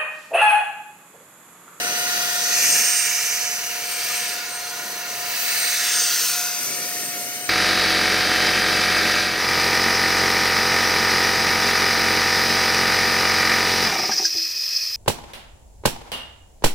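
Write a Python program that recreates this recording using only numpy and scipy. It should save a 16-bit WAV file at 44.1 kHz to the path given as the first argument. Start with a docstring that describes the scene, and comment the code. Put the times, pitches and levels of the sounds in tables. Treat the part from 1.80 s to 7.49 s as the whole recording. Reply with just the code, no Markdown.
"""A loud rush of air with a high whine in it: a battery backpack leaf blower at full speed on a
driveway, a step or two ahead. Turbulence makes the rush, ringing in the tube and roaring out over the
asphalt. The twelve-blade fan hums at the shaft rate and whines at the blade-passing rate. The intake
hiss is beamed backwards, so it swells whenever the wearer's back turns to the microphone."""
import sys
import numpy as np
from scipy import signal
from scipy.fft import rfft, irfft
from scipy.io import wavfile
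from scipy.ndimage import map_coordinates

SR = 44100
rng = np.random.default_rng(int(sys.argv[2]) if len(sys.argv) > 2 else 0)


def materialize(psi):
    """Save the field psi as 16-bit PCM at rate SR to the path in sys.argv[1].

    A 1-D psi becomes a single channel; in a 2-D psi each row is a channel.
    """
    bounded = np.clip(np.atleast_2d(psi).T, -1, 1)
    quanta = np.round(bounded * 32767).astype(np.int16)
    wavfile.write(sys.argv[1], SR, quanta)


N = 250929
T = np.arange(N) / SR
HZ = np.maximum(np.arange(N // 2 + 1) * SR / N, 1)


def from_db(db):
    """Amplitude ratio: tenfold for every 20 dB."""
    return 10 ** (np.asarray(db) / 20)


def rms_one(x):
    """Normalisation to unit power."""
    return x / np.sqrt(np.mean(x ** 2) + 1e-20)


def curves(rows):
    """Linear interpolation in time, one curve per value column."""
    times, *columns = np.transpose(rows)
    return [np.interp(T, times, column) for column in columns]


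def curve(rows):
    """Linear interpolation in time of the first value column."""
    return curves(rows)[0]


def over_hz(points):
    """Interpolation on a logarithmic frequency axis."""
    hz, value = np.transpose(points)
    return np.interp(np.log(HZ), np.log(hz), value)


def drift(rate_hz):
    """Random modulation: low-passed noise of unit power."""
    step, settle = 40, 2000
    pole = np.exp(-2 * np.pi * rate_hz * step / SR)
    white = rng.standard_normal(N // step + settle + 2)
    slow = signal.lfilter([1], [1, -2 * pole, pole * pole], white)[settle:]
    return np.interp(np.arange(N) / step, np.arange(len(slow)), rms_one(slow))


def complex_drift(rate_hz):
    """Quadrature modulation: random in both amplitude and phase."""
    return drift(rate_hz) + 1j * drift(rate_hz)


def narrow_noise(hz, width_hz):
    """Narrow-band noise: a randomly modulated carrier of unit power."""
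    return rms_one(np.real(complex_drift(width_hz) * np.exp(2j * np.pi * hz * T)))


def pan(balance_db):
    """Constant-power panning; a positive balance favours the left."""
    gains = from_db(np.array([balance_db, -balance_db]).reshape(2, -1) / 2)
    return gains / np.sqrt(np.mean(gains ** 2, axis=0))


def delayed(channel, delay_ms):
    """Propagation delay along a changing path."""
    return map_coordinates(channel, [np.arange(N) - delay_ms * SR / 1000], order=3, mode="mirror")


# Direction of the blower: time_s, left_lag_ms, balance_db
BEARING = [(0, 0.15, 0.5), (.55, .12, 0.5), (1.12, 0.013, -0.5), (1.75, 0.095, -2.5), (2.4, 0.056, -4),
           (3.8, 0.089, -3.5), (4.14, 0.015, -2.3), (4.52, -0.0062, -1.5), (4.78, -0.06, 3),
           (5.69, -0.11, 3.5)]
def place(x, lag_ms, balance_db):
    """Time and level differences between the two microphone ports give a source its direction."""
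    return np.array([delayed(x[0], lag_ms / 2), delayed(x[1], -lag_ms / 2)]) * pan(balance_db)


def reflect(x, delay_ms, strength):
    """Comb filtering: a sound interferes with its moving echo."""
    echo = np.array([delayed(channel, delay_ms) for channel in x])
    return (x + strength * echo) / np.sqrt(1 + strength ** 2)


# Echo off the wearer's back: time_s, delay_ms, strength
BACK_ECHO = [(0, 0.69, 0.077), (.5, 0.59, 0.1), (.8, 0.42, 0.22), (1.85, 0.41, 0.13), (2.45, 0.36, 0.18),
             (3.0, 0.56, 0.053), (3.55, 0.4, 0.083), (3.95, 0.5, 0.34), (4.2, 0.615, 0.29),
             (4.5, 0.74, 0.25), (4.9, 0.85, 0.17), (5.69, 0.97, 0.22)]
TREBLE_ECHO_SHARE = 0.45  # clothing returns less of the treble
def off_back(x, share=1):
    """Reflection off the wearer: the delay grows and the comb slides down as the pack turns away."""
    delay_ms, strength = curves(BACK_ECHO)
    return reflect(x, delay_ms, share * strength)


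# The wearer's walk: time_s, distance_m
WALK = [(0, 1.22), (1.0, 1.17), (2.5, 1.1), (3.1, 1.13), (3.7, 1.07), (4.1, 1.07), (4.6, 1.24),
        (5.05, 1.46), (5.35, 1.64), (5.69, 1.95)]
def off_ground(x):
    """Ground reflection: with distance the asphalt's echo follows sooner and stronger."""
    distance_m = curve(WALK)
    return reflect(x, delay_ms=2.45 / distance_m, strength=0.13 * distance_m)


# Echoes off the pack, arms and stone edging: shortest_ms, longest_ms, wander_ms, strength
SCATTER = (1.0, 5.0, .09, .125)
def scattered(x, count):
    """Scattering: faint echoes on wandering paths ripple the spectrum."""
    shortest_ms, longest_ms, wander_ms, strength = SCATTER
    total = x
    for delay_ms in np.geomspace(shortest_ms, longest_ms, count) * rng.uniform(0.9, 1.1, count):
        path_ms = delay_ms + wander_ms * drift(0.61)
        sign = rng.choice([-1, 1])
        total = total + sign * strength * np.array([delayed(channel, path_ms) for channel in x])
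    return total / np.sqrt(1 + count * strength ** 2)


# A dip that slides down the treble as the wearer turns: time_s, centre_hz, depth
NOTCH = [(3.88, 15000, 0.2), (4.05, 13900, 0.7), (4.16, 12600, 0.8), (4.27, 11700, 0.75), (4.5, 10800, 0)]
def sliding_notch(x, width_hz=3000):
    """Cancellation: subtracting a moving band leaves a notch."""
    centre_hz, depth = curves(NOTCH)
    carrier = np.exp(2j * np.pi * np.cumsum(centre_hz) / SR)
    pole = np.exp(-np.pi * width_hz / SR)
    band = 2 * np.real(carrier * signal.lfilter([1 - pole], [1, -pole], x / carrier))
    return x - depth * band


# Likeness of the two ports at full width: frequency_hz, correlation
PORT_CORRELATION = [(60, 0.8), (140, 0.96), (280, 0.89), (550, 0.95), (750, 1), (1000, 0.98), (1200, 0.66),
                    (1500, 0.93), (2000, 0.8), (3200, 0.39), (4500, 0.22), (6100, 0.45), (8000, 1),
                    (9000, 0.65), (10500, -0.76), (12000, -0.28), (15500, -0.28)]
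# Spread of the air noise, narrowest when the blower is dead ahead: time_s, width
AIR_WIDTH = [(0, 0.86), (.7, 0.9), (1.14, 0.64), (1.6, 0.72), (3.75, 0.82), (4.15, 0.4), (4.5, 0.2),
             (4.8, 0.7), (5.69, 0.8)]
def air_noise(spectrum, flutter_db, modes=(), width=AIR_WIDTH):
    """Spectral shaping: fluttering noise, lifted at resonances, partly coherent between the ports."""
    power = from_db(over_hz(spectrum)) ** 2
    lift = 1 + sum((from_db(db) ** 2 - 1) / (1 + (2 * (HZ - hz) / width_hz) ** 2) ** 1.5
                   for hz, width_hz, db in modes)
    alike = np.clip(over_hz(PORT_CORRELATION), -0.99, 0.99)
    shares = np.array([1 + alike, 1 - alike, 1 - alike])
    white = rng.standard_normal(shares.shape) + 1j * rng.standard_normal(shares.shape)
    direct, ahead, aside = irfft(white * np.sqrt(shares * power * lift), N)
    apart = np.clip(curve(width), 0, 1)
    ports = direct + np.sqrt(1 - apart ** 2) * ahead + apart * aside * [[1], [-1]]
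    return rms_one(ports) * from_db(flutter_db * drift(20.5))


# Fan speed at full throttle, hunting a little with the load: time_s, blade_rate_hz
FAN_SPEED = [(0, 8580), (0.06, 8562), (0.3, 8590), (0.37, 8551), (0.53, 8575), (0.68, 8523), (0.79, 8570),
             (0.87, 8543), (1.05, 8598), (1.28, 8604), (1.47, 8555), (1.6, 8577), (1.84, 8553),
             (1.97, 8575), (2.23, 8561), (2.3, 8587), (2.4, 8583), (2.5, 8550), (2.58, 8585), (2.75, 8602),
             (2.9, 8584), (3.0, 8550), (3.13, 8597), (3.47, 8548), (3.66, 8591), (3.92, 8550), (4.02, 8582),
             (4.2, 8593), (4.28, 8575), (4.34, 8522), (4.48, 8589), (4.58, 8557), (4.92, 8540),
             (5.02, 8565), (5.11, 8533), (5.2, 8564), (5.31, 8531), (5.5, 8555), (5.58, 8587), (5.69, 8586)]
BLADES = 12
def shaft_angle():
    """Rotor phase in radians: the integral of the shaft's angular speed."""
    return 2 * np.pi * np.cumsum(curve(FAN_SPEED) / BLADES) / SR


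# The distant outdoor background: frequency_hz, density_db
RUMBLE_SPECTRUM = [(20, -40), (40, -29), (62, -18), (100, 0.5), (150, 1), (220, 2.5), (400, -45),
                   (1500, -45)]
def outdoor_rumble():
    """Ambient noise floor: a steady low rumble."""
    return from_db(-59) * air_noise(RUMBLE_SPECTRUM, flutter_db=1.0) * pan(-0.26)


# A faint tone near 1.2 kHz, at one of the tube's resonances: peak_s, pitch_hz, half_length_s, level_db
BRIEF_TONE = [(2.31, 1227, 0.015, -32.5)]
def brief_tone():
    """Tone pulse: a sine swells and fades under a Gaussian envelope."""
    return sum(from_db(db) * np.exp(-((T - peak_s) / half_s) ** 2) * np.sin(2 * np.pi * hz * T)
               for peak_s, hz, half_s, db in BRIEF_TONE)


# A narrow band of the hiss: time_s, level_db
ANTIPHASE_LEVEL = [(0, -41), (.6, -38), (1.0, -35), (1.8, -45), (2.4, -58)]
def antiphase_hiss():
    """Phase opposition at the ports makes one band seem to come from both sides at once."""
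    return from_db(curve(ANTIPHASE_LEVEL)) * narrow_noise(hz=3350, width_hz=200) * [[1], [-1]]


# Spectra of the jet's roar and the treble of small eddies: frequency_hz, density_db
JET_SPECTRUM = [(20, -52), (60, -45), (100, -8.5), (150, -3.5), (240, -1.5), (380, -0.5), (600, -1),
                (1000, -21.5), (2500, -46)]
TREBLE_SPECTRUM = [(200, -84), (6000, -3), (7600, -4), (8600, 0), (9400, 0), (10500, 1), (11500, 3.5),
                   (12300, 0), (13100, 6.5), (13900, 0), (15000, -8)]
# The jet, loud when the nozzle swings out from behind the wearer: time_s, relative_db
JET_LEVEL = [(0, -41), (0.55, -47.5), (0.93, -41.5), (1.17, -56.5), (2.55, -50.5), (2.88, -57), (3.05, -46),
             (3.2, -51), (4.73, -51), (4.85, -42.5), (5.45, -43), (5.69, -46.5)]
# The nozzle crossing from left to middle: time_s, hiss_balance_db, roar_width
NOZZLE = [(.45, 16, 1), (1.1, 1, 0.5), (3.5, 8, 0.6), (4.7, 0, 0.1), (5.69, 0, 0.04)]
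def nozzle_jet():
    """Jet noise: turbulent mixing roars and hisses where the nozzle points."""
    jet_db = curve(JET_LEVEL)
    roar_width = [(time_s, width) for time_s, _, width in NOZZLE]
    roar = from_db(jet_db + 0.5) * air_noise(JET_SPECTRUM, flutter_db=1.0, width=roar_width)
    hiss = from_db(jet_db + 8.5) * air_noise(TREBLE_SPECTRUM, flutter_db=-1.5)
    return roar * pan(-0.26) + hiss * pan(curve(NOZZLE))


# Flow noise in the tube: frequency_hz, density_db
TUBE_SPECTRUM = [(40, -60), (150, -31), (300, -12), (450, 0), (620, -1.5), (820, -1), (1150, -4.5),
                 (1300, 4), (1550, -4), (2200, -12), (4000, -20), (9000, -45)]
# Resonances of the tube: centre_hz, width_hz, lift_db
TUBE_MODES = [(471, 50, 7.5), (687, 43, 10), (992, 105, 11.5), (1210, 46, 4.5), (1416, 40, 9.5),
              (1870, 100, 6)]
# Strength of the tube noise: time_s, relative_db
TUBE_LEVEL = [(0.0, -36.5), (0.42, -36.5), (1.3, -40.5), (3.68, -38.5), (4.1, -38), (4.56, -39.5),
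              (4.89, -45.5), (5.69, -51.5)]
def tube_air():
    """Duct resonance: the tube rings with the turbulent air that it carries."""
    lag_ms, balance_db = curves(BEARING)
    air = air_noise(TUBE_SPECTRUM, flutter_db=0.45, modes=TUBE_MODES)
    air = from_db(curve(TUBE_LEVEL) - 1.64) * air
    return place(off_back(air), lag_ms, 0.37 * balance_db)


# The tube's singing, strongest when the pack is seen at a slant: time_s, relative_db
SONG_LEVEL = [(0, -33.5), (.42, -34.5), (.68, -35), (.9, -41.5), (1.4, -43), (2.4, -44), (2.62, -37.5),
              (2.8, -42), (3.05, -39), (3.4, -44), (3.6, -44), (3.9, -38), (4.22, -36.5), (4.45, -38.5),
              (4.58, -35), (4.72, -40), (5.0, -45), (5.69, -50)]
def tube_song():
    """Forced resonance: twice the shaft rate falls on a tube mode, a wavering tone in ringing air."""
    octave = np.sqrt(2) * np.sin(2 * shaft_angle() + 0.73 * drift(12))
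    octave *= from_db(-7 + 2.5 * drift(25))
    ringing = from_db(-3.5) * narrow_noise(hz=1457, width_hz=63)
    song = from_db(curve(SONG_LEVEL)) * (octave + ringing)
    return place([song, song], curve(BEARING), balance_db=-0.9)


# The hum, swelling and cancelling as the wearer walks: time_s, relative_db
HUM_LEVEL = [(0.0, -35.5), (0.4, -35.5), (0.92, -39.5), (1.18, -45.5), (1.48, -44.5), (2.2, -43.5),
             (2.85, -43.5), (3.33, -42.5), (3.44, -37), (3.54, -45.5), (4.27, -42), (4.38, -53),
             (4.46, -55), (4.6, -36.5), (4.72, -43.5), (4.84, -48), (5.09, -40), (5.69, -43.5)]
# Weak overtones that follow the tube's level: shaft_multiple, relative_db
SHAFT_ORDERS = [(3, -15), (4, -8), (6, -7.5), (7, -15), (10, -29.5)]
def shaft_hum(radians_per_ms=6.1):
    """Rotor unbalance radiates one cycle per turn; phase jitter smears the higher overtones more."""
    angle, tube_db = shaft_angle(), curve(TUBE_LEVEL)
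    port_phase = radians_per_ms * curve(BEARING) * [[-0.5], [0.5]]
    hum_db = curve(HUM_LEVEL) + 0.55 + 1.1 * drift(6.8)
    hum = from_db(hum_db) * np.sin(angle + port_phase) * pan(-0.91)
    overtones = 0
    for order, db in SHAFT_ORDERS:
        jitter = 0.28 * order * drift(9.5) + 0.81 * np.array([drift(26), drift(24)])
        level_db = tube_db + db - 1 + 3.5 * drift(9.3)
        overtones = overtones + from_db(level_db) * np.sin(order * angle + jitter)
    return np.sqrt(2) * (hum + off_back(overtones))


# The top of the treble: frequency_hz, density_db
SIZZLE_SPECTRUM = [(200, -80), (12000, -34), (13600, -17), (14400, 3), (15000, 1), (15700, 2), (18000, 0.5)]
# Strength of this narrowest beam: time_s, relative_db
SIZZLE_LEVEL = [(0, -6), (0.35, 5), (0.7, 2.5), (0.98, 6), (1.68, -1), (2.35, 3), (2.68, -4.5), (3.25, -2),
                (3.62, 11), (3.97, 7), (4.35, 8), (4.54, 5), (4.66, -1.5), (5.69, -5)]
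def fine_eddies():
    """Directivity grows with frequency: the fan's smallest eddies sizzle in a narrow beam."""
    sizzle_db = curve(SIZZLE_LEVEL)
    treble_db = -33 + 0.65 * curve(GRILLE_FACING) + 0.081 * curve(HISS_LEVEL) + 0.3 * sizzle_db
    treble = from_db(treble_db) * air_noise(TREBLE_SPECTRUM, flutter_db=1.24)
    top = from_db(sizzle_db - 32.5) * air_noise(SIZZLE_SPECTRUM, flutter_db=0.7)
    return sliding_notch(off_back(treble + top, TREBLE_ECHO_SHARE)) * pan(5 * curve(AIR_WIDTH))


# Spectra of the intake's rush, hiss and grille whistle: frequency_hz, density_db
RUSH_SPECTRUM = [(100, -75), (700, -21), (1130, -5.5), (1350, 2), (1650, -1.5), (2200, 4.5), (2800, 2.5),
                 (3300, -7), (4000, 2.5), (6000, -17)]
HISS_SPECTRUM = [(200, -70), (2200, -29), (3200, -3), (4000, -0.5), (4700, 4), (5300, -3.5), (6000, -8),
                 (9000, -16.5)]
GRILLE_SPECTRUM = [(200, -70), (3600, -44), (4600, -5.5), (5200, -0.5), (5800, 1.5), (6800, -2.5),
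                   (7400, -2), (8300, -6.5), (9400, -15), (12000, -27)]
# Resonances of the housing and the grille: centre_hz, width_hz, lift_db
HOUSING_MODES = [(1677, 75, 10.2), (1830, 150, 7.8), (2555, 560, 4.1), (2963, 89, 7.3)]
GRILLE_MODES = [(4930, 360, 4), (6170, 640, 9.1)]
# The rush spreads widely, the hiss peaks at a slant, the grille face on: time_s, relative_db
RUSH_LEVEL = [(0, 4), (0.66, 2), (0.84, 7.5), (1.05, 6), (2.0, -0.5), (2.38, 4), (2.75, -3.5), (3.25, -3.5),
              (3.8, 6.5), (4.05, 5), (4.45, 1.5), (4.7, -2), (5.69, -3.5)]
HISS_LEVEL = [(0, 0), (0.47, 6), (0.8, 3.5), (1.17, -16), (2.0, -2.5), (2.3, 4), (2.7, -3), (3.25, -4.5),
              (3.72, 5), (4.12, 8), (4.42, 8.5), (4.7, 0), (5.69, -8)]
GRILLE_FACING = [(0.0, 0), (0.32, 3), (0.59, 2.5), (0.76, 10), (0.93, 11.5), (1.67, 3.5), (2.0, -3),
                 (2.38, 1), (2.62, -5), (3.24, -5.5), (3.96, 3.5), (4.18, 7.5), (4.68, 3), (4.76, 1.5),
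                 (5.69, -6)]
# Lean of the grille's beam as the pack swings round: time_s, balance_db
GRILLE_BALANCE = [(0, -1), (.7, -2), (1.3, -5.5), (1.75, -4), (2.05, 2), (4.2, -1), (4.55, 0.5), (5.69, 1)]
def intake():
    """Directional flow noise: air rushes into the housing and whistles broadly through the grille."""
    lag_ms, balance_db = curves(BEARING)
    grille_balance_db = curve(GRILLE_BALANCE)
    rush = air_noise(RUSH_SPECTRUM, flutter_db=0.77, modes=HOUSING_MODES)
    rush = place(from_db(curve(RUSH_LEVEL) - 32.5) * rush, lag_ms, balance_db)
    hiss = from_db(curve(HISS_LEVEL) - 34) * air_noise(HISS_SPECTRUM, flutter_db=0.95)
    hiss = place(hiss, 0.1 * lag_ms, (balance_db + grille_balance_db) / 2)
    grille = air_noise(GRILLE_SPECTRUM, flutter_db=0.67, modes=GRILLE_MODES)
    grille = from_db(curve(GRILLE_FACING) - 30) * grille
    grille = place(grille, 0.59 * lag_ms - 0.021, grille_balance_db)
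    return off_ground(off_back(rush + hiss) + off_back(grille, TREBLE_ECHO_SHARE))


# The blade tone, beamed out of the intake in narrow lobes: time_s, relative_db
WHINE_LEVEL = [(0, -42), (0.17, -38), (0.36, -46), (0.56, -32), (0.72, -47), (0.92, -22.5), (0.99, -26),
               (1.05, -23.5), (1.13, -26), (1.25, -27), (1.38, -41), (1.53, -39), (1.75, -46), (2.0, -44),
               (2.13, -35), (2.53, -34.5), (2.61, -52), (2.74, -39), (3.0, -49), (3.12, -47), (3.28, -51),
               (3.7, -34.5), (3.86, -28.5), (4.01, -37), (4.1, -27), (4.22, -26.5), (4.3, -32), (4.37, -28),
               (4.43, -33), (4.5, -27), (4.57, -37), (4.72, -46), (4.8, -38), (4.87, -48), (4.94, -34),
               (5.02, -46), (5.26, -34), (5.35, -45), (5.42, -35.5), (5.5, -50), (5.64, -33), (5.69, -39)]
def blade_whine():
    """Blade-passing tone: the blades chop an uneven inflow, whose eddies modulate the whine."""
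    level_db = curve(WHINE_LEVEL) + 0.4 + 1.5 * drift(15)
    angle = BLADES * shaft_angle() + 0.6 * drift(12)
    tremble = 0.2 * complex_drift(26.2)  # large eddies
    skirt = from_db(-15.5) * complex_drift(171)  # small eddies: hissy sidebands
    port_fading = 0.29 * curve(AIR_WIDTH) * np.array([drift(8) + 1j * drift(12) for port in range(2)])
    tone = np.real((1 + tremble + skirt + port_fading) * np.exp(1j * angle))
    balance_db = 2.5 + 0.2 * curve(HISS_LEVEL) - 3.5 * drift(2.6)  # leans left with the pack at a slant
    return from_db(level_db) * rms_one(tone) * pan(balance_db)


def scene():
    """Superposition: fan tones over the air going in and out, and the outdoor background."""
    hum = shaft_hum()
    whine = blade_whine()
    air_in = intake() + fine_eddies()
    jet = nozzle_jet()
    background = outdoor_rumble()
    tube = tube_air() + brief_tone() + tube_song()
    return background + jet + tube + hum + whine + scattered(air_in, count=6) + antiphase_hiss()


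def record(dry):
    """Band limiting: a steep low-pass removes the highest treble."""
    cutoff_hz = 15780
    return irfft(rfft(dry) / np.sqrt(1 + (HZ / cutoff_hz) ** 600), N)


dry = scene()
out = record(dry)
materialize(out)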